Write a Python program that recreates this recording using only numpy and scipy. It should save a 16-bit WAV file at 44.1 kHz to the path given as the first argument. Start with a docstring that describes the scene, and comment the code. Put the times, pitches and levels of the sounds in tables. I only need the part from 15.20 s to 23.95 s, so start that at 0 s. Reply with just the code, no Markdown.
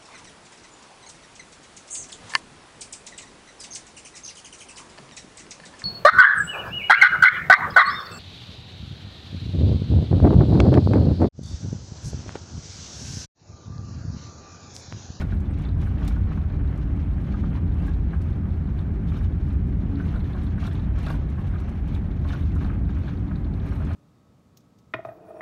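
"""Engine and airframe roar inside an airliner cabin at takeoff: noise shaped by the hull into a deep rumble.
Air rush lies over it as a nearly steady hiss of shaped noise.
Jolts swell the clatter of loose panels, trim and small parts, made of noise bursts and short rings.
Panels knock, a latch ticks and one metal part pings as fading sine tones; plastic trim snaps as sharp cracks.
The cabin adds a short tail to these fittings, and the recorder's gain control evens out the rumble."""
import sys
import numpy as np
from scipy import signal
from scipy.fft import rfft, irfft, next_fast_len
from scipy.io import wavfile
from scipy.ndimage import uniform_filter1d, map_coordinates

SR = 44100
rng = np.random.default_rng(int(sys.argv[2]) if len(sys.argv) > 2 else 0)


def put_to_file(sound):
    """Save the sound as 16-bit audio at rate SR, in the file named by the first command-line argument."""
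    columns = np.atleast_2d(sound).T  # one column per channel
    safe = np.clip(columns, -1, 1)
    whole_steps = np.round(safe * 32767)
    wavfile.write(sys.argv[1], SR, whole_steps.astype(np.int16))


def nominal_scale(level):
    """Amplitude ratio for a level in decibels (scalar or array-like)."""
    x = np.asarray(level, float) / 20
    return 10 ** x


N = 385875  # length in samples: 8.75 s

# All levels below are settings ahead of the recorder's gain control.
# Engine roar through the hull: (deep part [dB], body part [dB])
ROAR_LEVELS = (-25, -29.5)
# Hull colour of the deep roar: (frequency [Hz], level per Hz [dB])
DEEP_COLOUR = [(12, -46.5), (22, -22.5), (32, -11), (50, 1), (66, 1), (88, 1.5), (103, -8), (130, -16.5),
               (170, -35.5), (290, -120)]
# Hull colour of the body of the roar: (frequency [Hz], level per Hz [dB])
BODY_COLOUR = [(53, -26.5), (90, -6), (120, -8.5), (150, -6), (178, -8.5), (212, -10.5), (260, -19.5),
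               (300, -18), (330, -23.5), (372, -23), (420, -28), (450, -38.5), (520, -40), (680, -55.5),
               (1140, -120)]
# Chance level drift of the deep rumble noise: (time [s], level change [dB])
RUMBLE_DRIFT = [(0, -1), (.35, -2), (.7, 0.5), (1.2, 1.5), (1.9, 0), (2.6, 2.5), (3.2, 0.5), (3.7, -1),
                (4.3, 3), (4.8, 0.5), (5.3, -1), (6, 0.5), (6.7, -2), (7.2, 1), (7.8, 1), (8.1, -3.5),
                (8.75, 0.5)]
# A side wall panel that hums along: (frequency [Hz], width at half amplitude [Hz], rms level [dB])
WALL_HUM = (278, 13, -45.5)
# The humming panel comes and goes: (time [s], level change [dB])
WALL_HUM_SWELL = [(0, 1.5), (1.1, -1.5), (1.6, 2), (2.9, 4), (3.3, -6), (4.3, 2), (5.3, 2), (5.8, -0.5),
                  (7, 0.5), (7.6, 1.5), (8.2, 2), (8.75, -5)]
# Air rush along the skin: (frequency [Hz], level per Hz [dB])
RUSH_COLOUR = [(260, -34), (450, 1.5), (734, 0.5), (1000, -5.5), (1130, -6), (1590, -7), (1870, -11.5),
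               (2370, -14.5), (2670, -23.5), (4040, -26), (4820, -33), (5270, -33.5), (7640, -40),
               (8990, -43.5), (15600, -47.5)]
# Colour of the clatter of loose panels: (frequency [Hz], level per Hz [dB])
PANEL_COLOUR = [(260, -34), (450, 2), (684, -0.5), (819, 0.5), (927, -2.5), (1250, -1.5), (1360, -5.5),
                (1570, -4), (1940, -8.5), (3200, -15.5), (4160, -50), (7040, -120)]
# Colour of the clatter of loose trim: (frequency [Hz], level per Hz [dB])
TRIM_COLOUR = [(1350, -19.5), (2300, 0.5), (2470, -3), (3170, -5.5), (3600, -6.5), (4260, -9),
               (4840, -16.5), (5200, -14), (6800, -18), (8840, -49), (15000, -120)]
# Colour of the fizz of small parts: (frequency [Hz], level per Hz [dB])
FIZZ_COLOUR = [(3530, -29.5), (6000, -5.5), (6740, -7), (7180, -11), (8660, -2), (10200, -7.5), (12400, -7),
               (15600, -13)]
# Jolts of the airframe; small parts get the hardness on top:
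# (time of peak [s], peak over the steady tremor [dB], length [s], hardness [dB])
AIRFRAME_JOLTS = [(0.01, 18, 0.018, 0.5), (0.122, 4.5, 0.07, 3), (0.437, 5, 0.1, 0.5), (0.637, 6, 0.07, 4),
                  (.82, 5, 0.058, -9), (0.886, 9.5, 0.12, 1.5), (1.142, 5, .06, 3.5),
                  (1.562, 6.5, 0.35, -2.5), (2.16, 5, .25, 1), (2.362, 12.5, 0.036, -7),
                  (2.663, 8, 0.087, 2), (3.068, 3, 0.12, 1.5), (3.601, 3, 0.038, 3.5),
                  (3.897, 6.5, 0.025, 5.5), (3.975, 5.5, 0.03, 7.5), (4.041, 0.5, 0.027, 9),
                  (4.3, 0.5, 0.086, 5), (4.832, 7, 0.094, -1), (4.926, 7, 0.088, 1), (5.07, 5, 0.054, -8.5),
                  (5.17, 5, 0.2, 2.5), (5.456, 13, 0.048, 3), (5.545, 11, 0.086, -3),
                  (5.644, 4.5, 0.048, -1), (5.803, 9, 0.062, -2.5), (5.894, 14, 0.069, 5),
                  (6.383, 5.5, 0.35, 0), (6.757, 8, 0.058, 1), (7.13, 12.5, 0.057, 2.5), (7.21, 4, .06, 7),
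                  (7.44, 8, 0.16, -1), (7.87, 5.5, 0.15, 1), (8.518, 6, 0.11, 3.5), (8.722, 11, 0.12, -0.5)]
# Clatter settings under the steady tremor alone: (panels [dB], trim [dB], small parts [dB])
TREMOR_LEVELS = (-55, -68, -81.5)
# Clatter gained per dB of jolt: (panels [dB/dB], trim [dB/dB], small parts [dB/dB])
JOLT_GROWTH = (0.92, 1.227, 0.94)
# Single knocks of a panel; struck nearer the edge it rings brighter:
# (time [s], peak level [dB], tilt [dB per octave])
PANEL_KNOCKS = [(0.018, -33, -5), (0.122, -32.5, 1), (0.67, -38, 2), (0.818, -34.5, -6.5), (0.907, -37, 8),
                (0.963, -37, -5), (1.114, -36.5, 1), (1.173, -37, 4), (2.141, -34, 0), (2.237, -33.5, -3),
                (2.68, -36, 0), (2.934, -33.5, -3), (3.919, -36.5, 5), (4.01, -38.5, 4), (4.338, -45, 3),
                (4.8, -33.5, 6), (4.94, -39, 8), (4.956, -31.5, -7), (5.15, -36.5, -6), (5.17, -39, 6),
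                (5.379, -37, 4), (5.428, -34.5, 1), (5.45, -33, -9), (5.475, -38, 6), (5.78, -37, 0),
                (5.867, -30, -3), (5.878, -35, -3), (5.903, -28, -9), (5.94, -38, -2), (6.18, -37.5, -1),
                (6.339, -40, 3), (6.357, -35.5, 3), (7.049, -33, -5), (7.1, -43, 1), (7.132, -31, 2),
                (7.147, -35, 0), (7.36, -35.5, -3), (7.409, -35, 5), (7.425, -35, -6.5), (7.447, -33, -1),
                (7.498, -35.5, 8), (7.693, -37, 0), (7.768, -35.5, -1), (7.878, -36, -1), (8.111, -37, -4),
                (8.52, -37, -3), (8.602, -37, -8), (8.62, -35, -4), (8.707, -32.5, -9)]
# Ways a panel rings: (frequency [Hz], level [dB], time to fade 60 dB [s])
PANEL_MODES = [(650, -4, .035), (765, -3, .035), (910, -2, .035), (1110, 0, .04), (1250, 0, .04),
               (1450, 2, .038), (1570, 0, .038), (1780, -9, .03), (2300, -13, .025)]
# Clear ticks of a loose latch: (time [s], peak level [dB])
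LATCH_TICKS = [(0.4503, -43), (0.4877, -45.5), (0.879, -42), (2.3589, -49.5), (2.7376, -48.5),
               (3.5896, -45), (3.8845, -49), (4.7545, -45.5), (4.887, -48), (4.9585, -47), (5.0024, -47),
               (5.0423, -49), (5.1326, -45.5), (5.215, -52), (5.2668, -46), (5.4684, -39.5), (5.5118, -45),
               (5.5517, -44.5), (5.5941, -45), (5.864, -37), (5.9024, -40), (6.7474, -40.5), (6.913, -50),
               (7.0877, -42.5), (7.131, -46), (7.224, -47), (7.445, -44), (7.8684, -50), (7.882, -43),
               (7.972, -52), (8.1562, -46), (8.245, -47), (8.3368, -49), (8.398, -49)]
# Ways the latch rings: (frequency [Hz], level [dB], time to fade 60 dB [s])
LATCH_MODES = [(3150, -8, .02), (3350, -5, .025), (3580, 0, .032), (3850, -1, .03), (4170, -3, .026),
               (4400, -10, .018)]
# One small metal ping: (time [s], peak level [dB])
METAL_PING = [(.303, -67)]
# The way the metal part rings: (frequency [Hz], level [dB], time to fade 60 dB [s])
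METAL_MODE = [(8430, 0, 0.13)]
# Snaps of plastic trim: (time [s], strength [dB])
TRIM_SNAPS = [(0.015, -43), (0.2033, -48), (0.3855, -49), (0.4193, -49.5), (0.6165, -46), (0.849, -44.5),
              (0.879, -31.5), (1.5758, -51), (2.5401, -52), (2.6653, -47), (3.017, -46.5), (4.04, -56),
              (4.2862, -54.5), (4.3271, -51), (4.8638, -49), (5.234, -51), (5.4687, -43), (5.5303, -48),
              (5.7877, -44.5), (5.8296, -45.5), (5.866, -43), (6.099, -50), (6.4014, -48), (6.492, -47.5),
              (6.6775, -50), (6.748, -46.5), (7.0873, -49), (7.353, -45), (8.488, -53), (8.53, -51),
              (8.6492, -48), (8.7316, -49)]
# Colour of a snap: (frequency [Hz], level per Hz [dB])
SNAP_COLOUR = [(700, -33), (1500, -7), (3500, 2), (5500, 0), (8500, -1), (10500, -5), (12500, -8),
               (15600, -8.5), (15800, -85.5)]
# A crack comes back inverted off the panel behind the trim: (delay [s], share of amplitude [ratio])
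SNAP_BACKING = (.00062, .6)
# Cabin tail: (frequency [Hz], time to fade 60 dB [s])
CABIN_TAIL = [(500, .2), (3000, 0.14), (12000, 0.12)]


def unit(x):
    """Scale to an rms (average strength) of 1."""
    return x / np.sqrt(np.mean(x ** 2) + 1e-20)


def along(points, hz):
    """Read a table of (frequency, value) points on a log frequency axis."""
    f, value = np.transpose(points)
    return np.interp(np.log(hz + 1), np.log(f + 1), value)


def curve(points):
    """Join (time, value) points by straight lines, one value per sample."""
    s, value = np.transpose(points)
    return np.interp(np.arange(N) / SR, s, value)


def wobble(rate):
    """A smooth random curve with rate knots a second."""
    knots = rng.standard_normal(int(N * rate / SR) + 4)
    return map_coordinates(knots, [np.arange(N) * rate / SR])


def filtered(x, response):
    """Multiply the spectrum of x by a response that depends on frequency."""
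    m = next_fast_len(N + SR // 2)
    return irfft(rfft(x, m) * response(np.fft.rfftfreq(m, 1 / SR)), m)[:N]


def coloured(x, spectrum):
    """Give x the colour of a table, at rms 1."""
    return unit(filtered(x, lambda hz: nominal_scale(along(spectrum, hz))))


def cabin(x):
    """Echoes off the cabin die at a speed set by frequency; each 1/8 s of sound gets a new random tail."""
    out, step = np.zeros(N + SR), SR // 8
    for start in range(0, N, step):
        hz, t, z = signal.stft(rng.standard_normal(SR // 3), SR, nperseg=256)
        fade = nominal_scale(-60 * t / along(CABIN_TAIL, hz)[:, None])
        tail = signal.istft(z * fade, SR, nperseg=256)[1]
        answer = signal.fftconvolve(x[start:start + step], tail / np.linalg.norm(tail))
        out[start + 200:][:len(answer)] += answer  # starts 200 samples late
    return out[:N]


def rush():
    """Air tumbling in the thin layer along the skin makes shaped noise, nearly steady."""
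    level_db = -52 + 0.25 * wobble(6.1)
    return nominal_scale(level_db) * coloured(rng.standard_normal(N), RUSH_COLOUR)


def shudder():
    """Jolts add power to the steady tremor; gives dB over the tremor for heavy and for small parts."""
    rise, fall = 0.76, 0.53  # build-up and decay, as shares of a jolt's length
    s, db, length, hard_db = np.transpose(AIRFRAME_JOLTS)[:, :, None]
    coarse = np.arange(0, N + 64, 64)
    since = (coarse / SR - s) / length
    shape = np.exp(-np.where(since < 0, -since / rise, since / fall) ** 1.5)

    def level(peak_db):
        power = 1 + np.sum((nominal_scale(2 * peak_db) - 1) * shape, axis=0)
        return np.interp(np.arange(N), coarse, 10 * np.log10(power))

    return level(db), level(db + hard_db)


def bursts(sizes, t60, attack):
    """Noise that jumps up at each contact and dies away."""
    t = np.arange(SR // 8) / SR
    fade = nominal_scale(-60 * t / t60) * (1 - np.exp(-t / attack))
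    return signal.fftconvolve(sizes, fade)[:N] * rng.standard_normal(N)


def clatter(spectrum, rate, spread_db, t60):
    """Many noisy contacts of uneven size, about rate of them a second."""
    contact = rng.random(N) < rate / SR
    sizes = contact * nominal_scale(spread_db * rng.standard_normal(N))
    return coloured(bursts(sizes, t60, attack=0.0021), spectrum)


def grains(spectrum, rate, low_hz, high_hz, cycles, spread_db):
    """Random small contacts, each ringing its own pitch for a few cycles after a soft start."""
    when, pitch, size = rng.random((round(rate * N / SR), 3)).T
    hz = (low_hz * (high_hz / low_hz) ** pitch)[:, None]
    k = np.arange(500)
    turns = hz * k / SR
    ring = np.sin(2 * np.pi * turns) * np.exp(-turns / cycles) * (1 - np.exp(-turns)) * hz
    ring = ring * nominal_scale(along(spectrum, hz) + spread_db * size[:, None] ** 2)  # few are large
    where = (when * N).astype(int)[:, None] + k
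    return unit(np.bincount(where.ravel(), ring.ravel(), N + len(k))[:N])


def loose_panels():
    """Loose panels bang on their mounts: low noisy contacts and short rings."""
    noisy = clatter(PANEL_COLOUR, rate=330, spread_db=3.5, t60=0.055)
    ringing = grains(PANEL_COLOUR, 300, low_hz=585.0, high_hz=2595, cycles=4.5, spread_db=14)
    return nominal_scale(-2.5) * noisy + nominal_scale(-8.0) * ringing


def loose_trim():
    """Loose trim is lighter, so its contacts and rings are higher."""
    noisy = clatter(TRIM_COLOUR, rate=260, spread_db=4.5, t60=0.064)
    ringing = grains(TRIM_COLOUR, 350, low_hz=2397, high_hz=6310, cycles=20, spread_db=16)
    return nominal_scale(-2.0) * noisy + nominal_scale(-9.5) * ringing


def small_parts():
    """Small parts fizz with the highest contacts and rings."""
    noisy = clatter(FIZZ_COLOUR, rate=190, spread_db=4.0, t60=0.088)
    ringing = grains(FIZZ_COLOUR, 400, low_hz=6230, high_hz=14800, cycles=10, spread_db=17.0)
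    return nominal_scale(-2.0) * noisy + nominal_scale(-7.5) * ringing


def struck(hits, modes, spread_db, attack, rough, detune=.025):
    """Each hit rings all modes with new strengths and pitch; loose contact makes the ring buzz."""
    # detune: a loose part never sits the same way twice, so its pitch spreads by this share
    out, t = np.zeros(N + SR), np.arange(SR // 5) / SR
    chance = rng.standard_normal((len(hits), len(modes)))
    for (s, db, *tilt_db), row in zip(hits, chance):
        ring = np.zeros(len(t))
        for (hz, level, t60), r in zip(modes, row):
            mode_db = level + sum(tilt_db) * np.log2(hz) + spread_db * r
            pitch = hz * (1 + detune * row[-1])
            ring += nominal_scale(mode_db - 60 * t / t60) * np.sin(2 * np.pi * pitch * t)
        ring = ring * (1 - np.exp(-t / attack))
        out[round(s * SR):][:len(t)] += nominal_scale(db) * ring / np.abs(ring).max()
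    return out[:N] * (1 + rough * wobble(900)) / np.hypot(1, rough)


def chatter(shake_db):
    """The latch swings steadily and now and then touches, harder in a jolt; gives a list of hits."""
    swings, share, tremor_db = 23, .3, -55  # a second; share that touch; peak under the tremor alone
    s = np.arange(1, int(N / SR * swings)) / swings
    touch, early = rng.random((len(s), 2)).T
    s = (s - .2 * early / swings)[touch < share]
    return list(zip(s, tremor_db + 0.2 * shake_db[(s * SR).astype(int)]))


def snaps():
    """Each snap is a sharp crack with a short broad tail; harder snaps crack more."""
    s, db = np.transpose(TRIM_SNAPS)
    at = np.round(s * SR).astype(int)
    crack = np.bincount(at, nominal_scale(1.28 * db + 20.5), N)
    delay_s, share = SNAP_BACKING
    crack = filtered(crack, lambda hz: 1 - share * np.exp(-2j * np.pi * hz * delay_s))
    tail = bursts(np.bincount(at, nominal_scale(db - 6.0), N), 0.041, attack=0.00068)
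    return filtered(crack + tail, lambda hz: nominal_scale(along(SNAP_COLOUR, hz)))


def fittings():
    """All that is loose in the cabin; clatter and latch chatter get louder while the airframe shudders."""
    heavy_db, small_db = shudder()
    shakes = (heavy_db, small_db, small_db)
    panel_db, trim_db, fizz_db = (db + k * shake for db, k, shake in zip(TREMOR_LEVELS, JOLT_GROWTH, shakes))
    loose = nominal_scale(panel_db) * loose_panels() + nominal_scale(trim_db) * loose_trim() + nominal_scale(fizz_db) * small_parts()
    knocks = struck(PANEL_KNOCKS, PANEL_MODES, spread_db=3.5, attack=0.0009, rough=0.28)
    latch_hits = LATCH_TICKS + chatter(small_db)
    ticks = struck(latch_hits, LATCH_MODES, spread_db=2.0, attack=0.00041, rough=0.12)
    ping = struck(METAL_PING, METAL_MODE, spread_db=0, attack=.003, rough=0, detune=0)
    return loose + knocks + ticks + ping + snaps()


def wall_hum():
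    """One wall panel picks its own pitch out of the noise that drives it."""
    hz0, width, level_db = WALL_HUM
    drive = rng.standard_normal(N)
    hum = unit(filtered(drive, lambda hz: 1 / (1 + ((hz - hz0) / width * 2) ** 2)))
    return nominal_scale(level_db + curve(WALL_HUM_SWELL) + 2.5 * wobble(5)) * hum


def roar():
    """Jet turbulence is noise filtered by the hull; the deep part is noise whose level drifts."""
    deep_db, body_db = ROAR_LEVELS
    deep = coloured(rng.standard_normal(N), DEEP_COLOUR)
    deep = nominal_scale(deep_db + curve(RUMBLE_DRIFT) + 1.3 * wobble(11)) * deep
    body = nominal_scale(body_db) * coloured(rng.standard_normal(N), BODY_COLOUR)
    return deep + nominal_scale(0.71 * wobble(2.8)) * (body + wall_hum())


def scene():
    """Roar and rush fill the cabin; the fittings are near and echo."""
    near = fittings()
    echo = nominal_scale(-9.5) * cabin(near)
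    return (rush() + near + echo + roar())[None]


def roll_off(x):
    """The treble ends steeply here."""
    return signal.sosfilt(signal.butter(12, 15710, fs=SR, output="sos"), x)


def record(dry):
    """Fast gain control follows the level over 26 ms, turning swells down and lulls up."""
    level = np.sqrt(np.abs(uniform_filter1d(dry ** 2, round(0.026 * SR))) + 1e-9)
    gain = (level / nominal_scale(-23.0)) ** -.2  # no change at -23 dB
    return roll_off(dry * gain)


dry = scene()
out = record(dry)
put_to_file(out)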